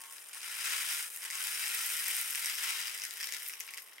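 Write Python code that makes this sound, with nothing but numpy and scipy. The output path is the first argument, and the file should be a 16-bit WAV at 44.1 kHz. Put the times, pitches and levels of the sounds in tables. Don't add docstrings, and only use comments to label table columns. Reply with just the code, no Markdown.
import sys
import numpy as np
from scipy import signal
from scipy.fft import rfft, irfft, next_fast_len
from scipy.io import wavfile

SR = 44100
rng = np.random.default_rng(int(sys.argv[2]) if len(sys.argv) > 2 else 0)


def dump(signal):
    limited = np.clip(np.atleast_2d(signal).T, -1, 1)
    pcm = np.round(limited * 32767).astype(np.int16)
    wavfile.write(sys.argv[1], SR, pcm)


N = 176400
TIME = np.arange(N) / SR
SIDES = np.array([[1], [-1]])
STREAM_JOSTLE_DB, HIT_JOSTLE_DB = -4, -8.5


def from_db(db):
    return 10 ** (np.asarray(db) / 20)


def rms_one(x):
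    return x / np.sqrt(np.mean(x ** 2) + 1e-20)


def at_hz(table, hz, column=1):
    table = np.array(table)
    return np.interp(np.log(hz + 1), np.log(table[:, 0]), table[:, column])


def drift(rate_hz):
    pole = np.exp(-2 * np.pi * rate_hz / SR)
    return rms_one(signal.lfilter([1], [1, -2 * pole, pole ** 2], rng.standard_normal(N + SR))[SR:])


def resonate(x, hz, width_hz):
    radius = np.exp(-np.pi * width_hz / SR)
    feedforward = np.sqrt((1 - radius ** 2) / 2) * np.array([1, 0, -1])
    feedback = [1, -2 * radius * np.cos(2 * np.pi * hz / SR), radius ** 2]
    return signal.lfilter(feedforward, feedback, x + 1e-18)


def clicks(start_s, level_db):
    out = np.zeros(N)
    out[(start_s * SR).astype(int)] = from_db(level_db) * np.sqrt(SR / 1000)
    return out


def contacts(level_db, knocks_per_s=1700, ticks_per_s=2500, full_flow_db=-39, size_spread_db=3.5):
    rate_share = 0.4
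    flow = from_db(2 * rate_share * (level_db - full_flow_db))
    chance = np.clip(np.array([[knocks_per_s], [ticks_per_s]]) * flow / SR, 1e-5, 1)
    sizes = rms_one(from_db(size_spread_db * np.clip(rng.standard_normal(N), -2, 2)))
    sizes *= rng.choice([-1, 1], N)
    return (rng.random(N) < chance) * sizes * from_db(level_db) / np.sqrt(chance)


def jostle(drive, jostle_db, decay_s=0.0046):
    pole = np.exp(-2 / (decay_s * SR))
    envelope = np.sqrt(signal.lfilter([1 - pole], [1, -pole], drive ** 2 + 1e-18))
    return drive + from_db(jostle_db) * envelope * rng.standard_normal(drive.shape)


def strike(train, modes, jostle_db, level_column=2, spread_db=3.5):
    at = np.flatnonzero(train)
    out = np.zeros((2, 2, N))
    total = np.sqrt(sum(from_db(2 * mode[level_column]) for mode in modes))
    for k, mode in enumerate(modes):
        hz, width_hz, *_, fill_db_per_s, pan_db = mode
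        draws = np.random.default_rng(rng.integers(2 ** 31)).standard_normal((len(at), 3))
        fill_db = fill_db_per_s * (TIME[at] - TIME[-1] / 2)
        gain = (-1) ** k * from_db(mode[level_column] + fill_db) / total
        drive = np.zeros((2, N))
        drive[:, at] = gain * train[at] * rms_one(from_db(spread_db * draws[:, :2].T))
        drive[1, at] *= np.sign(draws[:, 2])
        ring = resonate(jostle(drive, jostle_db), hz, width_hz)
        ring = signal.lfilter(*signal.butter(2, hz / 2, "high", fs=SR), ring)
        out += ring[:, None] * rms_one(from_db(SIDES * pan_db / 2))
    return out


def wood_knocks(stream, landings, tap_top_hz=3400):
    # pitch_hz, width_hz, stream_db, landing_db, fill_db_per_s, pan_db
    modes = [(372, 113, -29, -27.5, 0, 1), (486, 100, -24.5, -29, -0.5, 2), (928, 95, -14, -25, -0.7, 3),
             (1410, 138, -4.5, -17, -1, 4), (1780, 290, -2.5, -2.5, -0.5, 0),
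             (2047, 266, 0.4, -0.5, 0.4, 1), (2460, 560, 1.55, 0.5, -0.5, 1.5),
             (3080, 510, -0.1, -9, 0.26, 6), (3945, 450, -3.5, -11, 0, 3), (4896, 820, -0.5, 1, 0.46, 6.5),
             (5510, 670, 0, 0.5, 0.63, 3.5), (6380, 670, -4, -1, -0.5, 6), (8170, 470, -5.5, -6, -0.5, 1)]
    # start_s, level_db
    taps = [(3.57, -46), (3.678, -42), (3.690, -38.5), (3.7822, -38), (3.8862, -48), (3.9232, -45),
            (3.9659, -51), (3.9827, -37)]
    low_modes = [mode for mode in modes if mode[0] < tap_top_hz]
    tapped = strike(clicks(*np.transpose(taps)), low_modes, HIT_JOSTLE_DB, level_column=3)
    poured = strike(stream, modes, STREAM_JOSTLE_DB)
    return tapped + poured + strike(landings, modes, HIT_JOSTLE_DB, level_column=3)


def glass_ticks(stream, landings):
    # pitch_hz, width_hz, level_db, fill_db_per_s, pan_db
    modes = [(7800, 3500, -1, 0, 1), (8560, 166, -4.5, -0.5, 1), (9040, 350, -1.5, -0.35, 2),
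             (10020, 840, -3, -1, 4), (10540, 790, -2.5, -0.8, 3.5), (11400, 490, -4, 1.1, -1),
             (12840, 1160, -0.5, 1, 6), (14000, 980, -5.5, 1, 0), (15500, 2200, -3.5, 1, -9)]
    return strike(stream, modes, STREAM_JOSTLE_DB) + strike(landings, modes, HIT_JOSTLE_DB)


def bowl_colour(x):
    # centre_hz, width_hz, gain_db
    resonances = [(1260, 40, 4), (1472, 39, -3.5), (1643, 25, -3.5), (1697, 43, 4.5), (1762, 31, -11.5),
                  (1781, 28, 5.5), (1880, 20, 3), (2005, 35, 2), (2884, 19, 1), (2987, 37, 4),
                  (3846, 56, 3), (4204, 165, -6), (8830, 120, -1.5), (10775, 90, 3.5)]
    for hz, width_hz, db in resonances:
        zero_b, zero_a = signal.iirpeak(hz, hz / (width_hz * from_db(db / 2)), SR)
        pole_b, pole_a = signal.iirpeak(hz, hz / (width_hz * from_db(-db / 2)), SR)
        x = signal.lfilter(zero_a / (1 - zero_b[0]), pole_a / (1 - pole_b[0]), x)
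    return x


def microphones(shared, apart):
    # frequency_hz, coherence, left_lag_rad
    image = [(200, 1, 0.27), (720, 0.65, 2.42), (1390, 0.96, 1.37), (2040, 0.89, 0.25), (2730, 0.99, 0.41),
             (3270, 0.44, 1.96), (4270, 0.19, 2.9), (4650, 0.99, 0.46), (6500, 0.76, 0.17), (8100, 1, 0.37),
             (10000, 1, .05), (12600, 0.98, 0.18), (13800, 0.84, 0.87), (15200, 1, .1)]
    size = next_fast_len(N + SR // 10)
    hz = np.arange(size // 2 + 1) * SR / size
    coherence, lag_rad = at_hz(image, hz), at_hz(image, hz, column=2)
    mid = np.sqrt((1 + coherence) / 2) * rfft(shared, size)
    side = np.sqrt((1 - coherence) / 2) * rfft(apart, size)
    return irfft((mid + SIDES * side) * np.exp(-0.5j * SIDES * lag_rad), size)[:, :N]


def beads(clump_db=0.78, clump_rate_hz=45, crack_band_hz=(4740, 8850)):
    # time_s, knock_db, tick_db
    pour = [(0, -56.5, -54), (0.04, -54.5, -53.5), (0.09, -58.5, -54.5), (0.14, -52.5, -50),
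            (0.25, -58, -53.5), (0.326, -58, -57), (0.336, -50.5, -50.5), (0.43, -47, -48.5),
            (0.58, -41.0, -42), (0.72, -35.5, -40), (0.81, -38.5, -39.5), (0.87, -38, -37.5),
            (1.0, -40, -39.5), (1.055, -48.5, -44.5), (1.11, -52, -43), (1.2, -51.5, -48.5),
            (1.25, -43.5, -44.5), (1.295, -49.0, -52), (1.31, -43.5, -45), (1.42, -40.0, -40),
            (1.75, -39.0, -40), (1.95, -39.5, -37.5), (2.069, -38.0, -37.5), (2.201, -39.0, -37.5),
            (2.3, -42.5, -41.0), (2.449, -39.0, -39.5), (2.561, -41, -43), (2.62, -38.0, -41.5),
            (2.69, -36, -41.0), (2.781, -39.5, -43.5), (2.86, -40.5, -44), (3.0, -47, -51),
            (3.06, -47, -49), (3.12, -50, -50.5), (3.24, -45, -49.5), (3.3, -48, -50), (3.339, -43, -46.5),
            (3.388, -49.5, -51.5), (3.488, -49, -45.5), (3.57, -55.5, -57), (3.658, -57, -58),
            (3.69, -53.5, -57), (3.79, -53.5, -53.5), (3.86, -60.5, -59.5), (4, -61, -66)]
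    # start_s, knock_db, tick_db
    hits = [(0.0064, -44, -46), (0.015, -52, -41.5), (0.0187, -50, -43), (0.038, -41.5, -44),
            (0.1246, -49, -47), (0.1313, -50, -50), (0.134, -54, -44.5), (0.145, -55, -50),
            (0.1826, -40, -63), (0.2216, -47, -53), (0.2715, -55, -48), (0.2875, -55, -43),
            (0.3313, -38.5, -45), (0.3346, -46, -45), (0.3466, -39, -40), (0.3673, -38, -50),
            (0.416, -39, -47), (0.4306, -36, -49), (0.438, -41, -49), (0.4606, -51, -51), (0.495, -40, -48),
            (0.6085, -37, -42), (0.6423, -35, -37), (0.6537, -35, -41), (0.705, -34.5, -46),
            (0.7228, -31, -39), (0.729, -41, -42), (1.005, -41, -38), (1.0265, -40, -35), (1.045, -42, -42),
            (1.1729, -38.5, -38.5), (1.2206, -36.5, -45.5), (1.2317, -38.5, -42), (1.239, -38, -44),
            (1.25, -42, -35), (1.3021, -34, -39), (1.3091, -33, -35), (1.354, -31.5, -41),
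            (1.4267, -35, -35.5), (1.4395, -36.5, -31), (1.4705, -38, -32), (1.6797, -36.5, -32.5),
            (1.6907, -37, -35), (1.747, -39, -29), (1.8602, -36.5, -31.5), (1.8641, -35, -34),
            (2.0819, -32.5, -31), (2.1512, -39, -32), (2.1668, -37, -31), (2.182, -37, -33.5),
            (2.2134, -38.5, -32.5), (2.3006, -36.5, -37.5), (2.3072, -46, -33), (2.3283, -37, -38.5),
            (2.349, -28.5, -39.5), (2.356, -34.5, -34.5), (2.3946, -32.5, -37), (2.4462, -32.5, -32),
            (2.4587, -30, -30), (2.4985, -28, -34.5), (2.5245, -36, -38.5), (2.5541, -35, -37),
            (2.5812, -30.5, -39), (2.631, -30, -40), (2.637, -37, -35), (2.6424, -33, -36),
            (2.692, -36.5, -38.5), (2.7004, -30.5, -38), (2.706, -31, -34.5), (2.797, -35.5, -40.5),
            (2.804, -33.5, -39.5), (2.8147, -28.5, -45), (2.8714, -28.5, -40), (2.881, -33, -43),
            (2.9431, -36, -47), (2.947, -34.5, -35.5), (2.9771, -35.5, -36.5), (2.9877, -38, -42.5),
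            (2.9982, -32.5, -40), (3.011, -43, -51), (3.0191, -32.5, -50), (3.0372, -27.5, -35.5),
            (3.0512, -32.5, -38), (3.0927, -42, -50), (3.109, -37, -41), (3.1386, -41, -41),
            (3.1712, -40.5, -45.5), (3.1766, -38.5, -45), (3.2027, -34, -46), (3.2081, -32.5, -47),
            (3.2148, -32, -45), (3.2293, -30.5, -45), (3.2346, -33, -41), (3.243, -31, -37),
            (3.2717, -32, -40), (3.2896, -34.5, -44), (3.3232, -29.5, -39), (3.3373, -30, -42),
            (3.3472, -31.5, -39), (3.3663, -33.5, -46), (3.4228, -44, -43), (3.445, -44.5, -44),
            (3.4633, -36, -40), (3.496, -34.5, -40), (3.5051, -39, -49), (3.5372, -37, -50),
            (3.606, -30.5, -42.5), (3.6132, -47.5, -49), (3.649, -56, -48.5), (3.6663, -51.5, -45),
            (3.678, -42, -48), (3.7078, -41.5, -47), (3.7372, -35, -43.5), (3.7446, -41, -40),
            (3.775, -36, -43), (3.782, -35.5, -48), (3.7991, -55, -48), (3.8209, -54, -47),
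            (3.8426, -52, -57.5)]
    time_s, *curves_db = np.transpose(pour)
    level_db = np.array([np.interp(TIME, time_s, db) for db in curves_db])
    level_db += clump_db * drift(clump_rate_hz)
    knocks, ticks = contacts(level_db) * from_db([[-0.95], [-0.78]])
    start_s, knock_db, tick_db = np.transpose(hits)
    hard_knocks, hard_ticks = clicks(start_s, knock_db + 1.5), clicks(start_s, tick_db + 4.5)
    struck = wood_knocks(knocks, hard_knocks) + glass_ticks(ticks, hard_ticks)
    crack = from_db(-11) * signal.lfilter(*signal.butter(2, crack_band_hz, "band", fs=SR), hard_knocks)
    return microphones(*bowl_colour(struck)) + crack


def bowl_rings(t60_s=5.6, damped_at_s=0.13, release_s=0.012, waver_hz=5.08, flicker_db=2.5):
    # pitch_hz, swell_offset_db, touch_db
    rings = [(912, -4, -66), (1087, 1, -60.5)]
    # time_s, level_db
    swells = [(0.33, -88), (0.36, -62), (0.44, -78), (0.56, -73), (0.68, -68), (0.77, -70), (0.92, -70),
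              (1.14, -91), (1.24, -66.5), (1.37, -66), (1.64, -82), (1.95, -68), (2.3, -84), (2.56, -75),
              (2.68, -63), (2.87, -75), (3.26, -75.5), (3.45, -89), (3.6, -72.5), (3.77, -75),
              (3.87, -82.5)]
    touch = from_db(-60 * TIME / t60_s) * np.exp(-np.maximum(TIME - damped_at_s, 0) / release_s)
    swell_db = np.interp(TIME, *np.transpose(swells))
    out = np.zeros(N)
    for hz, offset_db, touch_db in rings:
        phase = 2 * np.pi * hz * TIME
        waver_rad = 2 * np.pi * waver_hz * np.cumsum(drift(rate_hz=15.4)) / SR
        swell = np.sqrt(2) * from_db(swell_db + offset_db + flicker_db * drift(rate_hz=15.4))
        out += swell * np.sin(phase + waver_rad) + from_db(touch_db) * touch * np.sin(phase)
    return out


def hiss(level_db=-59.5, coherence=0.28):
    # frequency_hz, density_db
    spectrum = [(30, -38), (90, -30.5), (160, -25), (280, -17.5), (420, -10), (700, -10.5), (1080, -6.5),
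                (1500, -7.5), (2200, -12), (3100, -6.5), (4200, -27.5), (5200, -15), (7000, -20.5),
                (9100, -12), (12500, -12), (15500, -25)]
    white = np.sqrt(coherence) * rng.standard_normal(N)
    white = white + np.sqrt(1 - coherence) * rng.standard_normal((2, N))
    shape = from_db(at_hz(spectrum, np.arange(N // 2 + 1) * SR / N))
    return from_db(level_db) * rms_one(irfft(rfft(white) * shape, N))


def bag(decay_s=0.0019, band_hz=(8500, 16100), pan_db=2, stereo_spread=0.75):
    # start_s, level_db
    crinkles = [(1.1076, -42), (1.148, -42), (1.1620, -32), (3.2568, -33), (3.4297, -33), (3.4783, -32),
                (3.485, -32.5), (3.487, -36), (3.601, -28.5)]
    envelope = sum(from_db(db + 4) * (TIME >= start_s) * np.exp(-np.abs(TIME - start_s) / decay_s)
                   for start_s, db in crinkles)
    grit = rms_one(rng.choice([-1, 1], N) + stereo_spread * rng.choice([-1, 1], (2, N)))
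    snaps = signal.lfilter(*signal.butter(2, band_hz, "band", fs=SR), grit * envelope)
    return snaps * from_db(SIDES * pan_db / 2)


def room(x, level_db=-3.5, t60_s=0.13, delay_s=0.004, lowpass_hz=10700, places=3):
    t = TIME[:SR // 2]
    tails = rng.standard_normal((places, 2, len(t))) * (t > delay_s) * from_db(-60 * t / t60_s)
    tails = signal.lfilter(*signal.butter(1, lowpass_hz, fs=SR), rms_one(tails) / np.sqrt(len(t)))
    shares = np.array([drift(rate_hz=23.2) for _ in tails])
    shares /= np.linalg.norm(shares, axis=0)
    wet = sum(signal.fftconvolve(x * share, tail, axes=1)[:, :N] for share, tail in zip(shares, tails))
    return from_db(level_db) * wet


def scene():
    near = beads() + bowl_rings() + bag()
    return near + room(near) + hiss()


def record(dry):
    cutoff_hz = 15850
    return signal.sosfilt(signal.ellip(12, 0.1, 80, cutoff_hz, fs=SR, output="sos"), dry)


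dry = scene()
out = record(dry)
dump(out)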